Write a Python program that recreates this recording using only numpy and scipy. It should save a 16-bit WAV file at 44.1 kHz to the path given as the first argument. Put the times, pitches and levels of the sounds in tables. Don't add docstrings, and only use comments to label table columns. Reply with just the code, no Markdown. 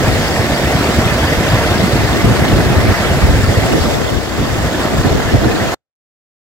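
import sys
import numpy as np
from scipy import signal
from scipy.fft import rfft, irfft, next_fast_len
from scipy.io import wavfile
from scipy.ndimage import uniform_filter1d

SR = 44100
rng = np.random.default_rng(int(sys.argv[2]) if len(sys.argv) > 2 else 0)


def inscribe(sig):
    pcm = np.round(np.clip(np.atleast_2d(sig).T, -1, 1) * 32767)
    wavfile.write(sys.argv[1], SR, pcm.astype(np.int16))


N = 282681
TIME = np.arange(N) / SR


def gain_of(db):
    return 10 ** (np.asarray(db) / 20)


def evened(x):
    return x / np.sqrt(np.mean(x ** 2) + 1e-20)


def read(points, hz):
    f, *columns = np.transpose(points)
    return [np.interp(np.log(hz + 1), np.log(f + 1), column) for column in columns]


def follow(rows):
    s, *columns = np.transpose(rows)
    return [np.interp(TIME, s, column) for column in columns]


def coloured(x, spectrum):
    size = next_fast_len(N)
    shape = gain_of(read(spectrum, np.fft.rfftfreq(size, 1 / SR))[0])
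    return evened(irfft(rfft(x, size) * shape, size)[..., :N])


def wobble(rate_hz):
    size = next_fast_len(N)
    hz = np.fft.rfftfreq(size, 1 / SR)
    smooth = rfft(rng.standard_normal(size)) / (1 + (hz / rate_hz) ** 4)
    return evened(irfft(smooth, size))[:N]


def panned(db, tilt_db):
    return gain_of(db + np.array([[tilt_db], [-tilt_db]]) / 2)


def bubbles(per_s, spread_db, cycles, low_hz, high_hz, count):
    cluster_s, cluster_db = 0.04, 3.5
    out, t = np.zeros(N), np.arange(2500) / SR
    chance = per_s / count / SR
    knots = np.arange(0, N / SR + cluster_s, cluster_s)
    for hz in np.geomspace(low_hz, high_hz, count):
        age = t * hz
        swing = np.sin(2 * np.pi * age * (1 + 0.016 * age / cycles))
        ring = swing * np.exp(-age / cycles) * hz
        draw, pops = rng.random(N), np.zeros(N)
        born = draw < chance
        cluster = np.interp(TIME[born], knots, rng.standard_normal(len(knots)))
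        loudness = np.minimum(np.log(chance / draw[born]), 3)
        pops[born] = gain_of(spread_db * loudness + cluster_db * cluster)
        out += signal.oaconvolve(pops, ring)[:N]
    return evened(out)


def churn(splash_db, gurgle_db):
    splash = bubbles(per_s=1800, spread_db=2.5, cycles=6.6, low_hz=401.9, high_hz=9000, count=28)
    gurgle = bubbles(per_s=90, spread_db=1.0, cycles=19, low_hz=703.2, high_hz=4544, count=22)
    return rng.standard_normal(N) + gain_of(splash_db) * splash + gain_of(gurgle_db) * gurgle


def at_ports(pair, patchy_db):
    # frequency in Hz, likeness from 0 to 1,
    # left lead in radians, left minus right in dB.
    port_rows = [(150, 1, -2, -5.5), (428, 0.8, 0, -1.5), (648, 0.95, -0.1, 0), (840, 0.6, .5, -2),
                 (1270, 0.84, 0.56, 1), (1732, 0.7, -0.5, -3.5), (1900, 0.9, 1.96, -3),
                 (2660, 0.3, 2, -0.5), (3560, 0.5, 4, -0.5), (5040, 0.03, 6, 0.6), (9050, 0.05, 9, 0)]
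    # frequency in Hz, level change in dB,
    # change of likeness.
    turn_rows = [(401, -1.8, -.1), (651, -1.4, -0.39), (1280, 1, -0.026), (2080, -2.4, 0.016),
                 (3620, 1.2, -0.094), (5220, 0.3, 0), (6910, 3, -0.057), (9040, -0.5, -0.016),
                 (15030, 0.8, 0)]
    turn_from_s, turn_s = 3.37, 0.7
    hz, t, (left, other) = signal.stft(pair, SR, nperseg=1024, noverlap=768)
    patches = rng.standard_normal(left.shape[::-1]).T
    patches = uniform_filter1d(patches, size=12, axis=0)
    patches = evened(uniform_filter1d(patches, size=10, axis=1))
    alike, lead, tilt_db = (column[:, None] for column in read(port_rows, hz))
    turned = np.clip((t - turn_from_s) / turn_s, 0, 1)
    turn_db, turn_alike = (column[:, None] * turned for column in read(turn_rows, hz))
    alike = np.clip(alike + turn_alike, 0, 1)
    right = (alike * left + np.sqrt(1 - alike ** 2) * other) * np.exp(-1j * lead)
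    both = np.array([left * gain_of(tilt_db / 2), right * gain_of(-tilt_db / 2)])
    both = both * gain_of(patchy_db * patches + turn_db)
    return signal.istft(both, nperseg=1024, noverlap=768)[1][:, :N]


def flood(roar_db, wash_db, spray_db, surge_db, lapping_db):
    # time in seconds, roar level in dB, wash level in dB, spray level in dB.
    flood_rows = [(0, -21, -23, -24), (0.7, -21.5, -22.5, -24.5), (1.4, -21, -21, -24),
                  (2.0, -21.5, -22.5, -25), (2.3, -22.5, -22, -25), (2.6, -22, -23, -25.1),
                  (2.92, -21.5, -21.5, -26.5), (3.05, -21.5, -22, -25), (3.45, -23, -24, -25.6),
                  (3.72, -21.5, -24.5, -24.5), (3.9, -20.5, -25, -25.8), (3.97, -25.5, -25.5, -28.5),
                  (4.25, -25.5, -28, -30.5), (4.45, -24, -25.5, -29.5), (4.62, -23, -25.5, -28),
                  (4.85, -21.5, -23.5, -28.5), (5.25, -22, -24, -29), (5.5, -23, -24.5, -29),
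                  (5.72, -21, -23, -27.5)]
    # frequency in Hz, relative level in dB per Hz.
    roar_colour = [(60, -15), (200, -6.5), (430, -0.5), (680, 1), (850, -10.5), (1200, -23.5),
                   (2000, -50.5)]
    wash_colour = [(400, -26), (700, -9), (900, -3), (1300, -2), (1650, -2.2), (2000, 1), (2400, -10.5),
                   (3200, -14.5), (5000, -41.5)]
    spray_colour = [(1200, -22.5), (2500, -5.5), (3000, -5), (3450, -0.5), (4000, -3.5), (5000, -1.5),
                    (6000, -6.5), (7700, -7), (8600, -12.5), (15800, -16.5)]
    roar_level, wash_level, spray_level = follow(flood_rows)
    pair = np.array([churn(splash_db=-10.5, gurgle_db=-13.5) for _ in range(2)])
    water = at_ports(pair, patchy_db=1.14)
    roar = gain_of(roar_level + roar_db) * coloured(water, roar_colour)
    lapping = lapping_db * wobble(rate_hz=27)
    wash = gain_of(wash_level + wash_db + lapping) * coloured(water, wash_colour)
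    spray = gain_of(spray_level + spray_db) * coloured(water, spray_colour)
    return (roar + wash + spray) * gain_of(surge_db * wobble(rate_hz=39))


def eddies(spectrum, lumpy_db, rate_hz):
    # time in seconds, likeness from 0 to 1.
    alike_rows = [(0, 0.6), (1.2, 1), (2.6, 0.34), (3.5, 0.6), (4, 0), (4.7, 0.62), (5.7, 0.01)]
    alike = np.clip(follow(alike_rows)[0], 0, 1)
    shared, separate = rng.standard_normal(N), rng.standard_normal((2, N))
    air = np.sqrt(alike) * shared + np.sqrt(1 - alike) * separate
    return evened(coloured(air, spectrum) * gain_of(lumpy_db * wobble(rate_hz)))


def wind(buffet_db, flutter_db, flutter_gain):
    # time in seconds, buffeting level in dB, flutter level in dB.
    wind_rows = [(0, -18, -21.5), (0.3, -20.5, -21.5), (0.85, -23.5, -19.5), (1.15, -18.5, -21.5),
                 (1.65, -18.5, -19.5), (1.9, -19, -19.5), (2.4, -17, -17), (2.92, -17, -18.5),
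                 (2.97, -16.5, -28), (3.27, -19.5, -21.5), (3.56, -18.5, -22), (3.63, -22.5, -22),
                 (4.1, -14.5, -23), (4.27, -20.5, -23), (4.6, -19.5, -21), (4.8, -26, -21),
                 (5.05, -20, -20.5), (5.21, -21, -21.5), (5.45, -17, -19.5), (5.65, -24, -23),
                 (5.74, -24, -26)]
    # frequency in Hz, relative level in dB per Hz.
    buffet_colour = [(15, -34), (33, -21), (55, -1.5), (80, -2.5), (130, -4), (200, -11), (400, -26.5),
                     (1000, -57)]
    flutter_colour = [(70, -16), (140, -5), (230, -0.5), (350, -3.5), (520, -13), (800, -25), (2000, -22.5),
                      (6000, -44.5)]
    buffet_level, flutter_level = follow(wind_rows)
    gust_db = 0.96 * wobble(rate_hz=12)
    buffet = eddies(buffet_colour, lumpy_db=2.0, rate_hz=16)
    buffet = buffet * gain_of(buffet_level + buffet_db + gust_db)
    flutter = eddies(flutter_colour, lumpy_db=2.5, rate_hz=84)
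    flutter = flutter * gain_of(flutter_level + flutter_db + flutter_gain * gust_db)
    return buffet + flutter


def thumps(level_db, unsteady, breakup_db, lag_rad):
    # middle in seconds, half length in seconds, level in dB, pitch in Hz, left minus right in dB.
    thump_rows = [(0.046, .024, -10, 105, 3), (0.093, 0.025, -10, 85, 2.5), (0.403, 0.026, -7, 99, 1),
                  (0.753, 0.026, -8, 114, 2.5), (0.985, .04, -7, 78.5, 0.5), (1.064, 0.026, -7.5, 105, -3),
                  (1.123, .02, -7, 115, 0), (1.387, .024, -6.5, 93.5, -2), (1.544, 0.033, -3.5, 96.5, -1),
                  (1.659, 0.023, -13, 84, -1), (1.839, .028, -5.5, 137, -3.5), (1.938, .024, -9, 134.5, -7),
                  (1.997, .028, -8.5, 125, 3), (2.245, 0.029, -5, 79.5, 4.5), (2.275, 0.033, -6, 78, 6),
                  (2.321, 0.025, -11, 107, 3), (2.42, 0.029, -11, 84.6, 5.5), (2.541, .034, -3, 78, -2.5),
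                  (2.577, 0.034, -7.5, 66, -1), (2.671, 0.023, -7, 81, 2), (2.775, 0.025, -4.5, 87.5, 4.5),
                  (2.804, 0.023, -8, 120, 0), (2.846, .03, -9, 80.5, -2), (2.893, 0.027, -6.5, 86.5, 0),
                  (2.927, .018, -11, 88, 4), (3.111, .026, -8, 88, -2), (3.246, .038, 1, 69.2, 0),
                  (3.298, 0.039, -3, 87, 0), (3.34, 0.035, -3, 80, 4), (3.361, 0.019, -15, 90, 0),
                  (3.445, .026, -7.5, 97, 6.5), (3.493, .032, -4, 85, -4), (3.583, 0.029, -4.5, 96.7, 0.5),
                  (3.82, 0.0348, -7, 70, 6), (4.175, 0.021, -11, 84, 12), (4.404, 0.023, -7.5, 83, -1),
                  (4.429, 0.022, -10, 125, 1), (4.585, .024, -13, 93, -1), (5.004, 0.041, -10.5, 76.7, 3),
                  (5.074, 0.024, -8.5, 85, -0.5), (5.117, 0.025, -7, 82, 6), (5.26, 0.02, -10.5, 89, 2.5),
                  (5.351, .036, 0, 78, 0), (5.387, 0.021, -11, 80, -0.5), (5.456, .02, -11, 110.4, -10),
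                  (5.458, .014, -3.5, 312, -0.5), (5.474, .014, -5, 85.7, 1.5),
                  (5.498, 0.0238, -12.5, 130, 6), (5.622, 0.021, -10, 77.4, -2.5)]
    # frequency in Hz, relative level in dB per Hz.
    breakup_colour = [(60, -9.5), (150, 7.5), (330, -6.5), (500, -11), (900, -18), (2500, -29.5),
                      (6000, -52.5)]
    out, stray = np.zeros((2, N)), wobble(rate_hz=90)
    breakup = gain_of(breakup_db) * eddies(breakup_colour, lumpy_db=2.0, rate_hz=85)
    chances = rng.random((len(thump_rows), 2))
    for (s, half, db, hz, tilt_db), (phase, lag) in zip(thump_rows, chances):
        near = abs(TIME - s) < half
        turns = np.cumsum(hz * np.exp(unsteady * stray[near])) / SR + phase
        port_phase = np.array([[0], [lag * lag_rad]])
        swings = np.sin(2 * np.pi * turns + port_phase)
        swell = np.cos(np.pi / 2 * (TIME[near] - s) / half) ** 4
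        out[:, near] += panned(db + level_db, tilt_db) * swell * (swings + breakup[:, near])
    return out


def lulls(pair):
    # start in seconds, end in seconds, drop of the rumble in dB.
    lull_rows = [(2.043, 2.115, 4), (2.343, 2.39, 12), (2.947, 2.995, 23), (3.894, 4.124, 23),
                 (4.133, 4.307, 17), (4.32, 4.37, 13), (4.46, 4.515, 9), (5.285, 5.32, 10)]
    drop_db = sum(db * ((TIME > start) & (TIME < end)) for start, end, db in lull_rows)
    drop_db = uniform_filter1d(drop_db, size=600)
    low_pass = signal.butter(4, 297, fs=SR, output="sos")
    rumble = signal.sosfiltfilt(low_pass, pair[1])
    return np.array([pair[0], pair[1] - rumble * (1 - gain_of(-drop_db))])


def flurries(level_db, ragged_db, rate_hz):
    # middle in seconds, half length in seconds, level in dB,
    # left minus right in dB, pitch in Hz.
    flurry_rows = [(2.29, 0.091, -22, -8, 300), (2.56, 0.041, -21, -9, 270), (2.888, 0.07, -21.5, -4, 230),
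                   (3.08, 0.095, -21.5, 3, 320), (3.283, 0.12, -20.5, -2, 300),
                   (3.53, 0.079, -21.5, -12, 360), (3.74, 0.068, -12, -4, 344),
                   (4.01, 0.19, -19.5, -8.5, 466), (4.417, 0.056, -25, -1, 290),
                   (4.936, 0.023, -18, -3.5, 290), (5.062, 0.02, -9, -1, 250),
                   (5.148, 0.1, -18.5, -0.5, 370), (5.343, 0.019, -8.5, -3, 280),
                   (5.448, 0.037, -13.5, -1, 340), (5.503, 0.038, -15, -3, 348),
                   (5.63, 0.11, -19.5, -2, 328)]
    # frequency in Hz, relative level in dB per Hz.
    flurry_colour = [(70, -18), (170, 0), (300, 3.5), (400, 1.5), (580, -8.5), (1000, -19.5), (2000, -28.5),
                     (6000, -49)]
    colour_hz = 300
    puffs = gain_of(ragged_db * np.array([wobble(rate_hz) for _ in range(2)]))
    out, air = np.zeros((2, N)), rng.standard_normal((2, N))
    for s, half, db, tilt_db, pitch_hz in flurry_rows:
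        near = abs(TIME - s) < half
        size = near.sum()
        hz = np.fft.rfftfreq(size, 1 / SR) * colour_hz / pitch_hz
        shape = gain_of(read(flurry_colour, hz)[0])
        tearing = evened(irfft(rfft(air[:, near]) * shape, size) * puffs[:, near])
        swell = 1 - ((TIME[near] - s) / half) ** 2
        out[:, near] += panned(db + level_db, tilt_db) * swell * tearing
    return out


def scene():
    water = flood(roar_db=0.37, wash_db=-0.36, spray_db=-0.68, surge_db=0.6, lapping_db=0.13)
    gusts = wind(buffet_db=1.5, flutter_db=1.15, flutter_gain=0.81)
    gusts = gusts + flurries(level_db=-0.5, ragged_db=3.5, rate_hz=70)
    hard_eddies = thumps(level_db=-1, unsteady=0.28, breakup_db=-13, lag_rad=1.5)
    return lulls(water + gusts + hard_eddies)


def record(dry):
    stop_s, fade_s, edge_hz = 5.744, 0.0012, 15850
    clipped = np.clip(dry, -1, 1)
    stopped = clipped / (1 + (np.maximum(TIME - stop_s, 0) / fade_s) ** 2)
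    low_pass = signal.firwin(511, edge_hz, window=("kaiser", 9), fs=SR)
    return signal.oaconvolve(stopped, low_pass[None], "same")


dry = scene()
out = record(dry)
inscribe(out)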